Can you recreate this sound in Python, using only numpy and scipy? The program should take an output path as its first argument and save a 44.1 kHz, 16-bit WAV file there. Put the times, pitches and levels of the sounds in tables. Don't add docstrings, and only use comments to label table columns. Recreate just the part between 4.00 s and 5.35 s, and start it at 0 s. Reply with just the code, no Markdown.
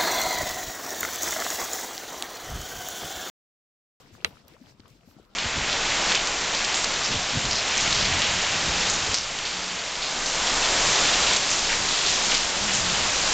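import sys
import numpy as np
from scipy import signal
from scipy.io import wavfile

SR = 44100
rng = np.random.default_rng(int(sys.argv[2]) if len(sys.argv) > 2 else 0)


def materialize(psi):
    bounded = np.clip(np.atleast_2d(psi).T, -1, 1)
    quanta = np.round(bounded * 32767).astype(np.int16)
    wavfile.write(sys.argv[1], SR, quanta)


def natural_amplitude(level_db):
    exponent = np.asarray(level_db, float) / 20
    return 10 ** exponent


N = 59535


def rms_one(x):
    return x / np.sqrt(np.mean(x ** 2) + 1e-20)


def at_hz(points, hz):
    table = np.array(points)
    return np.interp(np.log(hz), np.log(table[:, 0]), table[:, 1])


def pan(db):
    return natural_amplitude(np.array([[db / 2], [-db / 2]]))


def drift(rate):
    r = np.exp(-80 * np.pi * rate / SR)
    noise = rng.standard_normal(N // 40 + 2002)
    slow = signal.lfilter([1], [1, -2 * r, r * r], noise)[2000:]
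    return np.interp(np.arange(N) / 40, np.arange(len(slow)), rms_one(slow))


def ring(clicks, hz, t60):
    r, w = natural_amplitude(-60 / (t60 * SR)), 2 * np.pi * hz / SR
    return signal.lfilter([0, np.sin(w)], [1, -2 * r * np.cos(w), r * r], clicks + 1e-18)


def gate(since, until, edge_s):
    return np.clip(np.minimum(since, until) / edge_s + .5, 0, 1)


# (frequency [Hz], left-right likeness [0..1])
LIKENESS = [(25, .3), (70, 0.8), (180, 0.86), (550, 0.36), (1650, 0.04), (4970, 0.07), (15000, -0.01)]
# (frequency [Hz], L-R [dB])
LEAN = [(60, 4.5), (180, 4.5), (550, 5.0), (1650, 4.5), (4970, -1.0), (15000, 1.0)]


def banded_noise(spectrum, patchy_db, shape=lambda hz: 1):
    out, plain, together = 0, 0, drift(5.9)
    edges = 22 * 2 ** np.arange(0, 9.6, .5)
    white = rng.standard_normal((2, 2, N + 4000))
    for k, (low, high) in enumerate(zip(edges, edges[1:])):
        sos = signal.butter(2, [low, high], "band", fs=SR, output="sos")
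        mid, side = signal.sosfilt(sos, white[k % 2])[:, -N:]
        hz = np.sqrt(low * high)
        alike = np.sqrt(np.clip(at_hz(LIKENESS, hz), 0, 1))
        flicker_db = patchy_db * (0.67 * together + drift(10.1))
        gain = natural_amplitude(at_hz(spectrum, hz) + flicker_db) * pan(at_hz(LEAN, hz))
        band = gain * (np.sqrt(1 + alike) * mid + np.sqrt(1 - alike) * side * [[1], [-1]])
        out, plain = out + band * shape(hz), plain + band
    return out / np.sqrt(np.mean(plain ** 2))


def grains(per_s, low_hz, high_hz, cycles, spread_db):
    sizes = natural_amplitude(spread_db * np.minimum(rng.exponential(1, N), 2.5)) * rng.choice([-1, 1], N)
    born = rng.random(N) < per_s / SR
    dealt = rng.integers(0, 16, N)
    out = 0
    for k, hz in enumerate(np.geomspace(low_hz, high_hz, 16)):
        out = out + ring(sizes * born * (dealt == k), hz, cycles / hz)
    return rms_one(out)


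def pocket(s, db, hz, cycles, rise):
    life_s, fade_s = 0.051, 0.0044
    t = np.clip(np.arange(N) / SR - s, 0, .3)
    turns = np.cumsum(hz * 2 ** (rise * t) * (t > 0)) / SR
    swell = 1 - np.exp(-turns / 0.55)
    decay = natural_amplitude(db - 20 * turns / max(cycles, .5))
    return -decay * swell * np.sin(2 * np.pi * turns) * np.clip((life_s - t) / fade_s, 0, 1)


# (time [s], peak level [dB], pitch [Hz], ring [cycles], rise [octaves/s])
PLOPS = [(0.035, -48.5, 136, 4.7, -0.5), (0.125, -39, 98, 2.8, -0.5), (0.141, -44, 234.5, 5.4, 5),
         (0.251, -37.5, 83, 4, 2.5), (0.282, -41.5, 150, 3.7, 16), (0.312, -58, 165, 4, -4),
         (0.434, -51, 72.8, 4.5, 5.5), (.520, -48.5, 288, 8.9, 17), (.540, -50.5, 442, 22, 24),
         (0.553, -53, 113, 2.4, 7), (.606, -46, 150, 2.8, 48), (0.6128, -40.5, 246, 7.2, 3.5),
         (.633, -49.5, 193.5, 6.6, -20), (0.709, -53.5, 136.5, 14, -0.5), (0.7968, -30.5, 276, 1.34, -6),
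         (.905, -46.5, 120.4, 5.4, 7), (0.934, -53.5, 187.4, 18.4, 31), (1.034, -47.5, 159, 2.2, 2.5),
         (1.074, -38.5, 211, 3.3, 22), (1.084, -48, 107, 5, -17), (1.135, -56, 207, 9.9, 28),
         (1.165, -33.5, 257, 1.7, 15.5), (1.186, -42, 695, 4.9, 20), (1.198, -30.5, 378, 1.44, -13),
         (1.205, -55, 113, 2.3, 0)]


def plops():
    return sum(pocket(*plop) for plop in PLOPS)


# (time of peak [s], peak level [dB], pitch [Hz])
BLIPS = [(.008, -47, 525), (.047, -50, 730), (.074, -48.5, 920), (0.079, -48, 316), (0.096, -49, 249),
         (.113, -45.5, 338), (.172, -45.5, 88), (.189, -43, 357), (0.214, -44.5, 132), (.203, -43, 508),
         (0.225, -47, 800), (0.23, -39, 442), (0.274, -39, 202), (0.31, -46.5, 280), (.327, -42.5, 630),
         (0.353, -58, 89), (.360, -62, 457), (0.379, -60, 228), (.396, -58, 570), (0.397, -57, 283),
         (.425, -57, 630), (.457, -50, 520), (0.464, -52, 257), (0.479, -64, 105), (.500, -66, 129),
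         (0.535, -52, 231), (.641, -47, 840), (.669, -48.5, 617), (.675, -49, 109), (.730, -55, 81),
         (0.751, -50, 224), (0.807, -43.5, 109), (.889, -48, 490), (0.943, -54, 45), (0.986, -54.5, 49.4),
         (1.010, -57, 715), (1.036, -52, 640), (1.088, -47.5, 710), (1.114, -48, 287), (1.150, -52.5, 567),
         (1.169, -47, 113), (1.182, -43, 200), (1.213, -52, 63.4), (1.262, -54, 44.6), (1.312, -50, 281)]


def blips():
    return sum(pocket(s - 0.96 / hz, db, hz, 3.34, 1.4) for s, db, hz in BLIPS)


# (time [s], level [dB])
BOIL = [(0, -63), (.17, -62), (0.378, -60), (.43, -65.5), (.5, -64), (.6, -65.5), (0.698, -60.5),
        (.77, -69.5), (0.86, -64), (1.0, -68.5), (1.12, -65.5), (1.35, -66.5)]


def boil_level():
    boil_db = np.interp(np.arange(N) / SR, *np.transpose(BOIL))
    return boil_db, natural_amplitude(boil_db - boil_db.mean())


def pool(vigour):
    echo_s, echo_db = 0.00636, -24.5
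    gurgle = natural_amplitude(-66) * grains(240 * vigour, 144, 804, 4.7, 2.5)
    direct = plops() + blips() + gurgle
    echo = natural_amplitude(echo_db) * np.roll(direct, int(echo_s * SR)) * [[1], [-1]]
    return direct + echo


# (time [s], peak level [dB], pitch [Hz], L-R [dB])
DROPS = [(0.061, -55, 2040, 23), (0.151, -38, 1230, 10), (.18, -44.5, 705, 17.5), (.205, -41.5, 2430, 6),
         (.213, -39.5, 3060, -3), (0.314, -41.5, 755, 7), (0.326, -46.5, 2630, -3), (.370, -41, 1300, 10),
         (.379, -51, 3950, 7), (.482, -43.5, 13200, -16.5), (.481, -39.5, 4700, -4),
         (0.489, -48.5, 1830, 3), (0.537, -44, 3900, 3), (0.566, -41, 1030, 10), (.613, -51.5, 4450, 0),
         (.66, -45, 3150, 4), (0.669, -47.5, 1460, 18), (0.131, -56, 1440, 6), (0.223, -50, 1440, 15),
         (.293, -48, 2850, 13), (.293, -49, 4900, -6), (.357, -48.5, 1300, 15), (0.393, -58.5, 1780, 8),
         (.698, -49, 4240, 11), (0.799, -49, 2250, 5), (.797, -51.5, 5260, 13), (.797, -54, 6750, 7),
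         (0.861, -50, 3200, -1), (.88, -50, 7100, 5), (1.010, -52.5, 2630, 8.5), (1.035, -55.5, 2310, 19),
         (1.11, -51, 2900, -6), (1.336, -54.5, 4000, -14), (0.8028, -50, 1620, 14),
         (0.8025, -43, 4090, -17.5), (.8352, -48, 1330, 11), (0.845, -54, 4420, -6),
         (.8563, -41, 1120, 10.5), (0.8593, -46, 2530, 6), (.88, -46.5, 3480, 5), (0.881, -55, 11300, 12),
         (0.902, -50.5, 5200, 14.5), (1.032, -52, 1250, 11), (1.113, -47.5, 1240, 4),
         (1.251, -52, 4180, -10)]


def drops():
    ring_cycles, onset_cycles = 7, 0.4
    spray_db, spray_t60_s, spray_octaves = -11, 0.015, .45
    out, noise = np.zeros((2, N + SR)), rng.standard_normal((len(DROPS), 2, 2000))
    t = np.arange(2000) / SR
    puff_decay = natural_amplitude(spray_db - 60 * t / spray_t60_s)
    for (s, db, hz, pan_db), puff in zip(DROPS, noise):
        band = np.clip(hz * 2 ** (spray_octaves * np.array([-1, 1])), 200, 17000)
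        sos = signal.butter(3, band, "band", fs=SR, output="sos")
        spray = rms_one(signal.sosfilt(sos, puff)) * puff_decay
        tone = ring(1. * (t == 0), hz, ring_cycles / hz + 0.0017)
        onset = 1 - np.exp(-t * hz / onset_cycles)
        i = int(s * SR)
        out[:, i:i + 2000] += natural_amplitude(db) * pan(pan_db) * onset * (tone + spray)
    return out[:, :N]


# (start [s], length [s], level [dB])
SHOWERS = [
    (.0, 0.014, -57),
    (0.129, 0.036, -58.5),
    (0.485, 0.02, -58.5),
    (0.64, 0.11, -76),
    (0.882, 0.031, -65),
    (1.055, 0.09, -64),
]
# (frequency [Hz], level [dB per Hz])
SHOWER = [(2000, -6.5), (4000, -16), (5700, 14), (9000, -35), (12000, -3), (16000, -15)]


def showers():
    t, swell = np.arange(N) / SR, 0
    for s, length, db in SHOWERS:
        swell = swell + natural_amplitude(db) * gate(t - s, (s + length - t) / 2, 0.03)
    return swell * banded_noise([(500, -50)] + SHOWER, 2.5)


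# (time [s], left level [dB], right level [dB], contact sharpness [Hz])
KNOCK = [
    (.24665, -4.5, 2.5, 8370),
    (.24710, -1.5, -18.5, 6530),
    (0.2481, -22, -4, 6000),
    (0.2492, -18.5, -5.5, 2540),
    (.2496, -14.5, -19, 2000),
    (0.2506, -54, -6.5, 2300),
    (0.2554, -29, -27, 3000),
    (0.2604, -27, -26, 3500),
    (0.27, -33, -30, 5000),
    (.2755, -29, -31, 3000),
]


def blows(t):
    lag_s, through_db, through_lead_s = .00034, -4.5, 0.00014
    blow = 0
    for s, left_db, right_db, hz in KNOCK:
        late = t - s - np.array([[0], [lag_s]])
        blow = blow - natural_amplitude(np.array([[left_db], [right_db]])) * np.exp(-(late * hz * np.pi) ** 2) * hz / SR
    blow[1] -= natural_amplitude(through_db) * np.interp(t + through_lead_s, t, blow[1])
    blow = signal.sosfilt(signal.butter(2, 953, "high", fs=SR, output="sos"), blow)
    blow[1] = signal.sosfilt(signal.butter(1, 790, "high", fs=SR, output="sos"), blow[1])
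    return blow


# (frequency [Hz], level [dB], t60 [s], L-R [dB])
HOUSING = [(150, -4, 0.052, 1), (360, -16.5, 0.037, -12), (647, -21.5, 0.029, 11.5), (1050, -34, 0.011, -9),
           (1356, -22.5, 0.018, 12), (1926, -13, 0.0062, -2), (2780, -20, 0.0098, 3.5),
           (3297, -20, 0.0078, -6.5), (4305, -21, 0.0098, -4), (4700, -14.5, 0.0033, -3.5),
           (6000, -24, 0.0087, 13.5), (6800, -19, 0.0079, -7), (7640, -14, 0.0026, -21.5),
           (11640, -20, 0.0074, 6)]


def housing(blow):
    peak, near_port_gain = .99, 1.4
    body = natural_amplitude(6.5) * blow
    for hz, db, t60, pan_db in HOUSING:
        body = body + natural_amplitude(db) * pan(pan_db) * ring(blow, hz, t60)
    return peak * body * [[near_port_gain], [1]] / np.abs(body).max()


# (frequency [Hz], level [dB per Hz])
RATTLE = [(120, -21), (200, 1), (1040, 7.5), (1810, -1.5), (3020, 0.5), (5520, -15.5), (9000, -26),
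          (16000, -22)]
# (frequency [Hz], t60 [s])
RATTLE_T60 = [(200, 0.26), (1000, 0.078), (4000, 0.14), (14000, 0.37)]


def rattle(since):
    def dying(hz):
        return (since > 0) * natural_amplitude(-60 * np.maximum(since, 0) / at_hz(RATTLE_T60, hz))

    return natural_amplitude(-33.5) * pan(1.5) * banded_noise(RATTLE, 4.2, dying)


def knock():
    t = np.arange(N) / SR
    return housing(blows(t)) + rattle(t - KNOCK[0][0])


# (start [s], length [s], level [dB])
WHISTLES = [
    (1.156, 0.083, -69.5),
    (1.275, 0.066, -72.5),
]


def whistle():
    hz, t60 = 1377, 0.0083
    t, flow = np.arange(N) / SR, 0
    for s, length, db in WHISTLES:
        flow = flow + natural_amplitude(db) * gate(t - s, s + length - t, .012)
    return flow * rms_one(ring(ring(rng.standard_normal(N), hz, t60), hz, t60))


# (frequency [Hz], level [dB per Hz])
STEAM = [(290, -31), (500, 2.5), (740, -11), (1060, -20), (1360, -7), (2070, -5.5), (5800, -6),
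         (9630, -28.5), (16000, -17.5)]


def steam(boil_db, vigour):
    fizz = np.array([grains(350 * vigour, 690, 6000, 3.6, 6.0) for _ in range(2)])
    hiss = banded_noise([(150, 1)] + STEAM, 2.32)
    return natural_amplitude(boil_db + 1.0) * (hiss + natural_amplitude(-5) * fizz)


# (frequency [Hz], level [dB per Hz])
CHURN = [(15, -39), (25, -7), (97, 0), (238, 0), (345, -6.5), (426, -2), (525, -9.5), (1200, -11.5),
         (1560, -59), (2640, -120)]


def churn(vigour):
    return natural_amplitude(-61.5) * vigour ** 0.5 * banded_noise(CHURN + [(3000, -56)], 3.34)


def scene():
    boil_db, vigour = boil_level()
    mud = pool(vigour)
    background = steam(boil_db, vigour) + churn(vigour)
    left_sources = (mud + whistle()) * pan(6.5)
    return left_sources + drops() + showers() + knock() + background


def top_cut(x):
    return signal.sosfilt(signal.butter(12, 16500, fs=SR, output="sos"), x)


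def record(dry):
    low_pass = signal.cheby2(12, 70, 16900, fs=SR, output="sos")
    mix = signal.sosfilt(low_pass, dry)
    return top_cut(mix)


dry = scene()
out = record(dry)
materialize(out)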